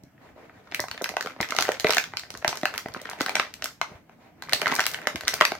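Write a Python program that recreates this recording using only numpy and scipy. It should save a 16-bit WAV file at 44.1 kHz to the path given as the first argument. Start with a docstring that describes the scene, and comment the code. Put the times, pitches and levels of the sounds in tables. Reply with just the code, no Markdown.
"""Fingers press and bend a thin moulded plastic tray on a bed, close to a pair of microphones.
Over a quiet hum, hiss and mattress rumble (shaped noise), weak snaps, soft thuds and rubbing come first.
From about 0.7 s harder presses bring dense snaps, each a buckling facet that rings the tray, and tiny crackles.
After 3.4 s it thins out, with rubbing near 4 s; from about 4.4 s the snaps crowd together again until the end.
Thuds are short swelling waves, rubbing is noise, and a small furnished room adds echoes to all of these hand sounds."""
import sys
import numpy as np
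from scipy import signal
from scipy.fft import rfft, irfft
from scipy.io import wavfile
from scipy.ndimage import uniform_filter1d

SR = 44100
rng = np.random.default_rng(int(sys.argv[2]) if len(sys.argv) > 2 else 0)


def materialize(psi):
    """Save the field psi as 16-bit PCM at rate SR to the path in sys.argv[1].

    A 1-D psi becomes a single channel; in a 2-D psi each row is a channel.
    """
    bounded = np.clip(np.atleast_2d(psi).T, -1, 1)
    quanta = np.round(bounded * 32767).astype(np.int16)
    wavfile.write(sys.argv[1], SR, quanta)


N = 246783  # length in samples, about 5.6 s

# Steady room hum: (frequency [Hz], relative level per Hz [dB])
HUM_SPECTRUM = [(25, -11), (62, -17), (120, -2), (280, 9.5), (400, -7.5), (650, -1), (1100, -12),
                (2200, -11.5), (4000, -25.5), (8000, -28.5), (10000, -42), (13000, -27.5), (16000, -37)]
# Steady microphone hiss: (frequency [Hz], relative level per Hz [dB])
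HISS_SPECTRUM = [(1500, -24), (4000, -4), (9000, -7), (13000, 0), (16000, -1)]
# Low rumble of the mattress: (frequency [Hz], relative level per Hz [dB])
RUMBLE_SPECTRUM = [(25, -26), (60, 12.0), (110, 14.5), (170, 15), (300, -46)]
# How alike the left and right sounds are: (frequency [Hz], likeness [-1 to 1])
LIKENESS = [(60, 0.78), (180, 0.96), (550, 0.57), (1650, 0.45), (4970, -0.33), (15000, -0.14)]
# How much louder the left side of a snap is: (frequency [Hz], left over right [dB])
LEFT_LEAN = [(60, -3.5), (180, -12), (550, 0), (1650, 0), (4970, 0), (15000, 3)]
# Fingers load the tray: (time of hardest push [s], hold [s], load level [dB])
PRESSES = [(0.72, 0.059, -46.5), (0.95, 0.18, -49), (1.27, 0.021, -46.5), (1.43, 0.1, -43.5),
           (1.6, 0.042, -36), (1.72, 0.026, -42), (1.9, 0.021, -33.5), (2.12, 0.49, -53.5),
           (2.5, 0.055, -43), (2.7, 0.02, -41.5), (2.9, 0.07, -46.5), (3.05, 0.11, -46), (3.2, 0.15, -41.5),
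           (3.37, 0.01, -37.5), (3.64, 0.013, -46.5), (4.55, 0.023, -39.5), (4.7, 0.02, -31.5),
           (4.85, 0.27, -42.5), (5.05, .03, -44), (5.24, 0.19, -43), (5.44, .04, -40.5)]
# Tray and hands bump the mattress: (time of peak [s], peak level before left-right balance [dB], pitch [Hz])
THUDS = [(0.039, -38.5, 153), (0.677, -56, 60), (0.805, -37.5, 122), (0.914, -41.5, 89), (1.405, -23, 190),
         (1.429, -41, 90), (1.718, -47, 90), (1.848, -17.5, 263), (1.898, -28, 192), (2.152, -43, 120),
         (2.355, -41, 119), (2.396, -46, 80), (2.482, -29, 150), (2.637, -31, 188), (2.747, -46, 90),
         (2.86, -27, 253), (2.905, -41, 90), (3.212, -20.5, 280), (3.827, -41, 150), (3.92, -37.5, 152),
         (3.955, -40, 90.4), (4.544, -36.5, 119.8), (4.673, -25.5, 348), (5.151, -23, 222),
         (5.161, -39.5, 80), (5.246, -41, 69.5)]
# Facets that buckle loudly: (time [s], peak level [dB], facet pitch [Hz], depth [dB], brightness [dB])
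SNAPS = [(.0356, -42.5, 298, 8, 10.5), (.179, -46.5, 1790, -6, -24), (.29, -45, 1900, -8, -19),
         (0.361, -40, 584, 7, -30), (.379, -40, 590, 1, -25), (0.4957, -35, 1840, -1, -35),
         (0.7214, -22, 1906, -4, -12.5), (0.7463, -12, 2300, -20, -1), (.795, -14, 1770, -3.5, -18),
         (0.8024, -14.5, 1970, 0, 35), (0.8396, -20.5, 740, -10, -27), (0.8838, -23.5, 1360, -8, -1),
         (0.9131, -19, 1480, -12, 1.5), (0.9459, -34.5, 550, 6, -2), (.9773, -24.5, 2320, -11, -5.5),
         (1.0129, -21, 610, 1, -29), (1.02, -22.5, 460, 8, 5), (1.042, -13, 1670, -16, -3.5),
         (1.0586, -18.5, 1600, -11, -33), (1.091, -20, 1970, -11, -1), (1.0978, -25.5, 770, 15, 17),
         (1.115, -30.5, 550, 5, -20), (1.139, -28, 740, 0.5, -12), (1.1675, -11.5, 750, -15.5, -16.5),
         (1.2089, -14, 1520, -7, -0.5), (1.2252, -23, 1520, -15, 8), (1.248, -27.5, 460, -1, -22),
         (1.2604, -19, 1300, 4.5, 0.5), (1.2714, -19, 760, -19, -13.5), (1.363, -32, 900, 1, -20),
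         (1.39, -35, 900, 4, -20), (1.4037, -10.5, 745, -14, -21), (1.4113, -14, 334, 4.5, 9),
         (1.4287, -15, 2030, -15, -13), (1.4453, -22.5, 2110, -23, -32), (1.4882, -24.5, 2160, -15, 2),
         (1.5069, -17.5, 1500, -17, 4), (1.5217, -13, 1300, -3, -12), (1.5491, -22.5, 680, 5, 10),
         (1.565, -16.5, 1450, -16, 0), (1.5866, -5, 745, -12.5, -7.5), (1.6004, -17, 690, -6, 1),
         (1.6087, -10, 3170, 2.5, 10.5), (1.624, -10, 1560, -18, 8.5), (1.6519, -17, 1820, -28, -18),
         (1.6656, -31, 1930, -16, -26), (1.6821, -17, 680, -9, -10), (1.6898, -6, 574, -3.5, -14),
         (1.7182, -16.5, 1900, -16, -3), (1.798, -15, 4900, -5, 7), (1.8061, -23, 2980, -29, 7),
         (1.8449, -6, 438, 2, -10), (1.8688, -9.5, 2215, -25, -12), (1.8858, -22, 5100, -6, 17),
         (1.8938, -9.5, 450, 2.5, -2.5), (1.906, -8.5, 4020, -21, -4), (1.9118, -16, 1654, -13, -5),
         (1.9238, -14.5, 900, -12, 1), (1.9345, -13.5, 2900, -18.5, 0), (1.9464, -16, 2870, -18, 9),
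         (1.9685, -9, 2070, -7, -3), (1.9817, -5, 2390, -30, -7), (2.0398, -19.5, 2430, -20, -7),
         (2.1362, -20.5, 761, -5, -16), (2.17, -17, 4240, -22, 3.5), (2.1952, -22.5, 1800, -10, 13),
         (2.235, -28, 1850, -4.5, -3), (2.304, -24, 2470, 0.5, 8), (2.3401, -30, 298, 0.5, 5),
         (2.3508, -24.5, 1290, -2.5, -6), (2.3738, -31.5, 6240, 8, 20), (2.4246, -25.5, 640, -7.5, -11),
         (2.4462, -6.5, 1860, -4, -20), (2.4786, -8, 1500, -1, 9.5), (2.491, -17, 620, 1, 8),
         (2.5279, -19, 1076, -7, -22), (2.555, -27.5, 1110, -5, 11), (2.572, -25, 6100, 6, 17),
         (2.613, -29, 1550, -20, 7), (2.6321, -12.5, 1980, 6, -9), (2.6548, -5, 1660, -12.5, -9.5),
         (2.7055, -32, 1373, -15, -22), (2.7396, -20, 1450, -9, -9), (2.7488, -23, 774, -16, -14),
         (2.76, -30, 1670, -20, -24), (2.7786, -12, 2070, -34, 1.5), (2.788, -26, 1250, -19, -29),
         (2.859, -20, 460, -6.5, -42), (2.885, -28.5, 1590, 3, -2), (2.939, -29, 1460, 5, 16),
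         (2.9474, -19.5, 1445, -18, -23), (2.9633, -23, 995, 7, -10), (3.0158, -28.5, 580, 15, 25),
         (3.0551, -24, 1500, -10, -10), (3.0715, -31, 2210, -6, -10), (3.0906, -24, 1420, -4, -26),
         (3.0981, -26, 1360, -11, 32), (3.1132, -22.5, 1440, -17, -17), (3.1322, -25.5, 840, -6, -5.5),
         (3.2016, -23, 1010, -7, -10), (3.2074, -12.5, 305, -4, -8), (3.2158, -17.5, 1710, -5, 8.5),
         (3.262, -13, 1320, -2, -4), (3.2835, -18, 620, -8.5, -21), (3.2939, -12.5, 780, -12, -6.5),
         (3.3531, -13, 2090, -9, -6), (3.3542, -10, 725, -9, 5), (3.3669, -11, 1890, -8, -34),
         (3.397, -5.5, 1500, -10.5, -8.5), (3.5394, -23.5, 1860, -22, 9.5), (3.6225, -19, 1820, -4, 2),
         (3.6421, -17, 5530, 1, 12.5), (3.657, -19.5, 1460, -35, -2.5), (3.8143, -8.5, 1510, -16.5, -11.5),
         (4.095, -37, 843, 0.5, -12.5), (4.4223, -22.5, 2590, -18.5, -8.5), (4.4363, -32, 1870, -8, -6),
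         (4.4861, -28.5, 1180, -4, -25), (4.4943, -23, 1960, -39, -4), (4.5241, -16, 1970, -1, -2),
         (4.5327, -3.5, 4200, -10.5, 1.5), (4.546, -17, 4430, -8, 17), (4.6163, -10.5, 2100, -1.5, 0.5),
         (4.6296, -18.5, 1570, 1, -12), (4.6585, -9.5, 1850, -10, -17), (4.6693, -8, 1360, -4, -11.5),
         (4.679, -14.5, 1640, -9, 2), (4.718, -12.5, 1800, -15, -9), (4.7228, -11.5, 1080, 1, -6),
         (4.7422, -22, 1170, -3, 36), (4.7524, -17.5, 1290, -8, 36), (4.763, -17.5, 1650, -17, 7),
         (4.788, -16, 1390, -1, -14), (4.794, -5, 1610, -13.5, -8.5), (4.8044, -12, 770, -9, 4.5),
         (4.8129, -16, 3900, 4.5, 10.5), (4.8392, -18, 1830, -19, -1), (4.8556, -18.5, 1930, -10, 5),
         (4.8652, -10.5, 1640, -13, 4.5), (4.915, -23, 680, 5, 24), (4.9372, -24, 1740, -8, 8),
         (4.9443, -15, 1630, -18, -2), (4.9874, -26.5, 1840, -2, -38), (5.0712, -7, 1650, -2.5, -0.5),
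         (5.1514, -31, 296, 7, -11), (5.158, -17, 1620, -1.5, 2), (5.209, -18.5, 1630, -11, 2),
         (5.2349, -27, 646, -6, -5), (5.274, -19.5, 1980, -21, -9), (5.2802, -9, 3170, -15, 4),
         (5.288, -18.5, 3400, -5, 3), (5.336, -19, 1690, 0, -10), (5.34, -11, 1480, -2, 12),
         (5.4048, -17, 2170, -1.5, 0), (5.4105, 0.5, 1345, -8, -13.5), (5.42, -10, 1140, -7, -8.5),
         (5.4257, -22, 1510, -7, -23), (5.4517, -8, 1740, -19, -3), (5.519, -15, 1490, 0, -8.5),
         (5.5516, -24, 1290, -2.5, -2)]
# Centres of boom, hollow, body, sharpness and fizz: (frequency [Hz])
REGION_CENTRES = [280, 680, 1700, 4600, 11000]
# How readily the tray takes a snap in each of those regions: (lift [dB])
REGION_LIFTS = [1.0, 0.057, -1.13, -1.8, -2.2]
# Ringing of the tray before grip and colour alter it: (frequency [Hz], level [dB], time to fall 60 dB [s])
TRAY_MODES = [(240, 3.3, 0.017), (369.6, -2.4, 0.028), (620, -5.5, 0.032), (803, -2, 0.015),
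              (1240, -3, 0.011), (1500, -3.5, 0.013), (2018, -4.5, 0.017), (2333, -2.5, 0.0077),
              (3037, 1, 0.0065), (3866, -4.5, 0.0067), (4106, 2, 0.0036), (5530, 4.5, 0.0026)]
# Tearing edge of a fold, heard as a tick: (frequency [Hz], relative level [dB])
TICK_SPECTRUM = [(2500, -36), (3600, -0.9), (6000, 2.5), (8500, -2), (10500, -2), (13000, 1.5),
                 (16000, -5.5)]
# First echoes from nearby surfaces: (delay [s], level [dB])
WALL_ECHOES = [(.0035, -15), (.0082, -22.5), (0.012, -20.5), (0.016, -17.5), (.023, -22.5), (.029, -21.5)]
# How fast the room falls silent: (frequency [Hz], time to fall 60 dB [s])
ROOM_DECAY = [(250, 0.074), (700, 0.24), (1800, 0.19), (4600, 0.27), (12000, 0.25)]
# Skin slides on plastic and cloth: (start [s], hold [s], level before the rubbing mix [dB])
STROKES = [(0.22, .08, -50.5), (0.38, 0.079, -49.5), (0.47, .03, -54.5), (0.54, 0.057, -53),
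           (3.88, 0.078, -46.5), (4.12, .01, -55), (4.215, 0.052, -51.5), (4.34, 0.012, -72),
           (4.39, 0.018, -62.5)]
# Colour of the rubbing: (frequency [Hz], relative level per Hz [dB])
RUB_SPECTRUM = [(100, -33), (200, -5.5), (600, 0), (1000, -5.5), (2200, -9), (2700, -16.5), (6500, -26.5),
                (8500, -34.5), (16000, -35)]

HUM_DB, HISS_DB, RUMBLE_DB = -58.5, -75.5, -59.5
RUMBLE_FOLLOWS = 0.26  # share of the load, in dB, that the rumble follows
YIELD_DB = -59  # below this load the tray stops crackling
PRESS_RISE_DB_PER_S, PRESS_FALL_DB_PER_S = 144, 113.5
STROKE_RISE_DB_PER_S, STROKE_FALL_DB_PER_S = 400, 311
SNAP_SAMPLES = 1024  # length of one snap
FACET_CYCLES = 7.0  # cycles in which a facet falls 60 dB
BOOM_DB, BOOM_PER_DEPTH = -11, 1.98  # a deep snap booms as well as sounding hollow
FIZZ_DB, FIZZ_PER_BRIGHT = -12, 1.24  # a bright snap fizzes as well as sounding sharp
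FIZZ_SPREAD_DB = 4.5  # fizz also varies by chance from snap to snap
EDGE_HZ = 16000  # upper band limit


def amp(db):
    """Turns decibels into a gain."""
    return 10 ** (np.asarray(db) / 20)


def evened(x):
    """Scales a sound so that its average strength (rms) is one."""
    return x / np.sqrt(np.mean(x ** 2) + 1e-20)


def read(points, hz):
    """Reads a table at any pitch, with straight lines on a log-frequency axis."""
    f, value = np.transpose(points)
    return np.interp(np.log(hz + 1), np.log(f + 1), value)


def likeness(hz, strength=1.0):
    """Left-right likeness at each frequency, kept between -1 and 1."""
    return np.clip(read(LIKENESS, hz) * strength, -1, 1)


def noise(shape, patchy_db, size):
    """Stereo noise of a given spectrum, with patches that drift in time and pitch."""
    hop, hz = size // 4, np.fft.rfftfreq(size, 1 / SR)
    a, b, c, d, patches = rng.standard_normal((N // hop + 5, len(hz), 5)).T
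    patches = uniform_filter1d(patches, size=9, axis=0)
    patches = evened(uniform_filter1d(patches, size=9, axis=1))
    same = likeness(hz)[:, None]
    left, other = a + 1j * b, c + 1j * d
    right = same * left + np.sqrt(1 - same ** 2) * other
    level_db = read(shape, hz)[:, None] + patchy_db * patches
    z = np.array([left, right]) * amp(level_db)
    return evened(signal.istft(z, nperseg=size, noverlap=size - hop)[1][:, :N])


def follow(rows, rise_db_per_s, fall_db_per_s):
    """Gain of the strongest gesture at each moment: each rises, holds and falls away."""
    t = np.arange(0, N + 64, 64) / SR
    s, hold, db = np.transpose(rows)[:, :, None]
    rise_db = rise_db_per_s * np.maximum(s - t, 0)
    fall_db = fall_db_per_s * np.maximum(t - s - abs(hold), 0)
    strongest_db = (db - rise_db - fall_db).max(0)
    return amp(np.interp(np.arange(N) / SR, t, strongest_db))


def pressing():
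    """Load of the fingers on the tray, as a gain over time."""
    return follow(PRESSES, PRESS_RISE_DB_PER_S, PRESS_FALL_DB_PER_S)


def hum():
    """Quiet room hum: patchy noise spread over many pitches."""
    return amp(HUM_DB) * noise(HUM_SPECTRUM, patchy_db=2.5, size=1024)


def hiss():
    """Steady microphone hiss: noise without patches."""
    return amp(HISS_DB) * noise(HISS_SPECTRUM, patchy_db=0, size=512)


def rumble():
    """Weight shifting on the mattress: lumpy low noise that loosely follows the load."""
    lumpy = noise(RUMBLE_SPECTRUM, patchy_db=3.0, size=2048)
    weight = (pressing() + amp(YIELD_DB)) ** RUMBLE_FOLLOWS
    return evened(lumpy * weight) * amp(RUMBLE_DB)


def thuds(cycles=1.54):
    """Each mattress bump is a push of a cycle or two that swells and dies."""
    out = np.zeros(N)
    for (s, db, hz), start in zip(THUDS, rng.random(len(THUDS))):
        turns = (np.arange(-1500, 3000) / SR) * hz
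        before = (turns / (0.24 * cycles)) ** 2
        after = turns / (0.36 * cycles)
        swell = np.exp(-np.where(turns < 0, before, after))
        at = round(s * SR) - 1500
        out[at:at + 4500] += amp(db) * swell * np.sin(2 * np.pi * (turns + start))
    return out * amp([[1.2], [-1.2]])  # a little louder on the left


def regions(hz, colour_db):
    """Level that a snap of this colour gives to each frequency."""
    level_db = np.add(colour_db, REGION_LIFTS)
    return np.interp(np.log(hz + 1), np.log(REGION_CENTRES), level_db)


def ringing(facet_hz, colour_db, facet_db=11.5):
    """The facet rings a few cycles and kicks the tray modes, which the grip detunes."""
    modes = TRAY_MODES + [(facet_hz, facet_db, FACET_CYCLES / facet_hz)]
    hz, db, t60 = np.transpose(modes)
    detune, strength, start, late, side = rng.standard_normal((5, len(hz)))
    is_tray = np.arange(len(hz)) < len(TRAY_MODES)
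    hz = hz * (1 + 0.088 * detune * is_tray)
    db = db + 3.0 * strength + regions(hz, colour_db)
    delay = 0.0004607 * abs(late)[:, None]  # the fold spreads over the tray [s]
    t = np.maximum(np.arange(SNAP_SAMPLES) / SR - delay, 0)
    build_up = 1 - np.exp(-t * hz[:, None] / 0.65)
    ring = amp(db[:, None] - 60 * t / t60[:, None]) * build_up
    apart = np.arccos(likeness(hz, 1.79)) * np.sign(side)  # phase between the microphones
    lean = amp(read(LEFT_LEAN, hz) / 2)[:, None]
    phase = 2 * np.pi * hz[:, None] * t + np.pi * start[:, None]
    left = (ring * lean * np.sin(phase)).sum(0)
    right = (ring / lean * np.sin(phase + apart[:, None])).sum(0)
    return np.array([left, right])


def tick(colour_db, tick_db=6.0, tick_t60=0.011):
    """The tearing edge of a fold: a bright noise burst that dies in milliseconds."""
    t, f = np.arange(SNAP_SAMPLES) / SR, np.fft.rfftfreq(SNAP_SAMPLES, 1 / SR)
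    fade = amp(-60 * t / tick_t60) * (1 - np.exp(-t / 0.00021))
    burst = rng.standard_normal((2, SNAP_SAMPLES)) * fade
    tilt_db = tick_db + read(TICK_SPECTRUM, f) + regions(f, colour_db)
    tilt_db = tilt_db + np.outer([.5, -.5], read(LEFT_LEAN, f))
    return irfft(rfft(burst) * amp(tilt_db))


def snap(facet_hz, colour_db):
    """One buckling facet: ringing plus tick, scaled so the mean of both sides peaks at 1."""
    out = ringing(facet_hz, colour_db) + tick(colour_db)
    return out / abs(out.mean(0)).max()


def snaps():
    """The facets that buckle loudly, each with its own pitch and colour."""
    out = np.zeros((2, N + SNAP_SAMPLES))
    for s, db, hz, depth_db, bright_db in SNAPS:
        at = round(s * SR)
        boom_db = BOOM_DB + BOOM_PER_DEPTH * depth_db
        fizz_db = FIZZ_DB + FIZZ_PER_BRIGHT * bright_db + FIZZ_SPREAD_DB * rng.standard_normal()
        colour_db = [boom_db, depth_db, 0, bright_db, fizz_db]
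        out[:, at:at + SNAP_SAMPLES] += amp(db) * snap(hz, colour_db)
    return out[:, :N]


def walls(x):
    """Single echoes from the nearest surfaces, a little apart at the two microphones."""
    taps = np.zeros((2, 1600))
    for s, db in WALL_ECHOES:
        at = round(s * SR) + rng.integers(-3, 4, 2)
        taps[[0, 1], at] = amp(db) * rng.choice([-1, 1])
    return signal.oaconvolve(x, taps, axes=1)[:, :N]


def room(x):
    """Sparse echoes of random sign that begin after the nearest wall, each band dying at its own speed."""
    taps = np.zeros((2, SR // 2))
    slots = np.arange(240, SR // 2 - 20, 20)  # one echo somewhere in each 20 samples
    at = slots + rng.integers(0, 20, (2, (SR // 2 - 241) // 20))
    np.put_along_axis(taps, at, rng.choice([-1., 1.], at.shape), 1)
    hz, t, z = signal.stft(taps, SR, nperseg=256)
    same = likeness(hz)[:, None]
    z[1] = same * z[0] + np.sqrt(1 - same ** 2) * z[1]
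    fade = amp(-60 * t / read(ROOM_DECAY, hz)[:, None])
    tail = signal.istft(z * fade, SR, nperseg=256)[1]
    return signal.fftconvolve(x, tail / np.linalg.norm(tail[0]), axes=1)[:, :N]


def rubbing():
    """Soft rustle: strokes while the hands move about, and a share of the load while they press."""
    strokes = follow(STROKES, STROKE_RISE_DB_PER_S, STROKE_FALL_DB_PER_S)
    level = amp(-3.0) * strokes + amp(-4.5) * pressing()
    return noise(RUB_SPECTRUM, patchy_db=1.8, size=512) * level


def crackle(per_s=260., spread_db=7.5, count=32):
    """Many tiny snaps of mixed size and colour while the tray is under load."""
    size = amp(spread_db * np.minimum(rng.exponential(1, N), 2.5))
    size = size * (rng.random(N) < per_s / SR)  # keep only scattered moments
    kind, out = rng.integers(0, count, N), np.zeros((2, N))
    for k in range(count):
        colour_db = np.array([-8.5, -15.0, 10.0, -4.5, -15.0]) + 8.5 * rng.standard_normal(5)
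        grain = snap(1600 * np.exp(0.53 * rng.standard_normal()), colour_db)
        grain = grain / np.linalg.norm(grain)
        moments = (size * (kind == k))[None]
        out += signal.oaconvolve(moments, grain, axes=1)[:, :N]
    load = pressing()
    yielding = np.clip(load / amp(YIELD_DB) - 1, 0, 1)
    return evened(out) * load * yielding


def without_bass(x, hz):
    """Weakens everything below the given frequency."""
    return signal.sosfilt(signal.butter(2, hz, "high", fs=SR, output="sos"), x)


def scene():
    """Tray and bed sounds, dry and through the room, over the hum and hiss."""
    bed = without_bass(thuds() + rumble(), 35)  # cloth soaks up the lowest push
    tray = snaps() + rubbing() + amp(-2.0) * crackle()
    tray = without_bass(tray, 140)  # a small tray radiates no deep bass
    echoes = walls(tray) + room(amp(-6.5) * tray + amp(-9) * bed)
    return tray + bed + echoes + hum() + hiss()


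def record(dry):
    """The input rounds off the tallest peaks; then a filter limits the band."""
    over = np.maximum(abs(dry) - .7, 0)
    rounded = dry - np.sign(dry) * (over - .25 * np.tanh(over / .25))
    band = signal.firwin(301, EDGE_HZ, window=("kaiser", 12), fs=SR)
    return signal.oaconvolve(rounded, band[None], "same")


dry = scene()
out = record(dry)
materialize(out)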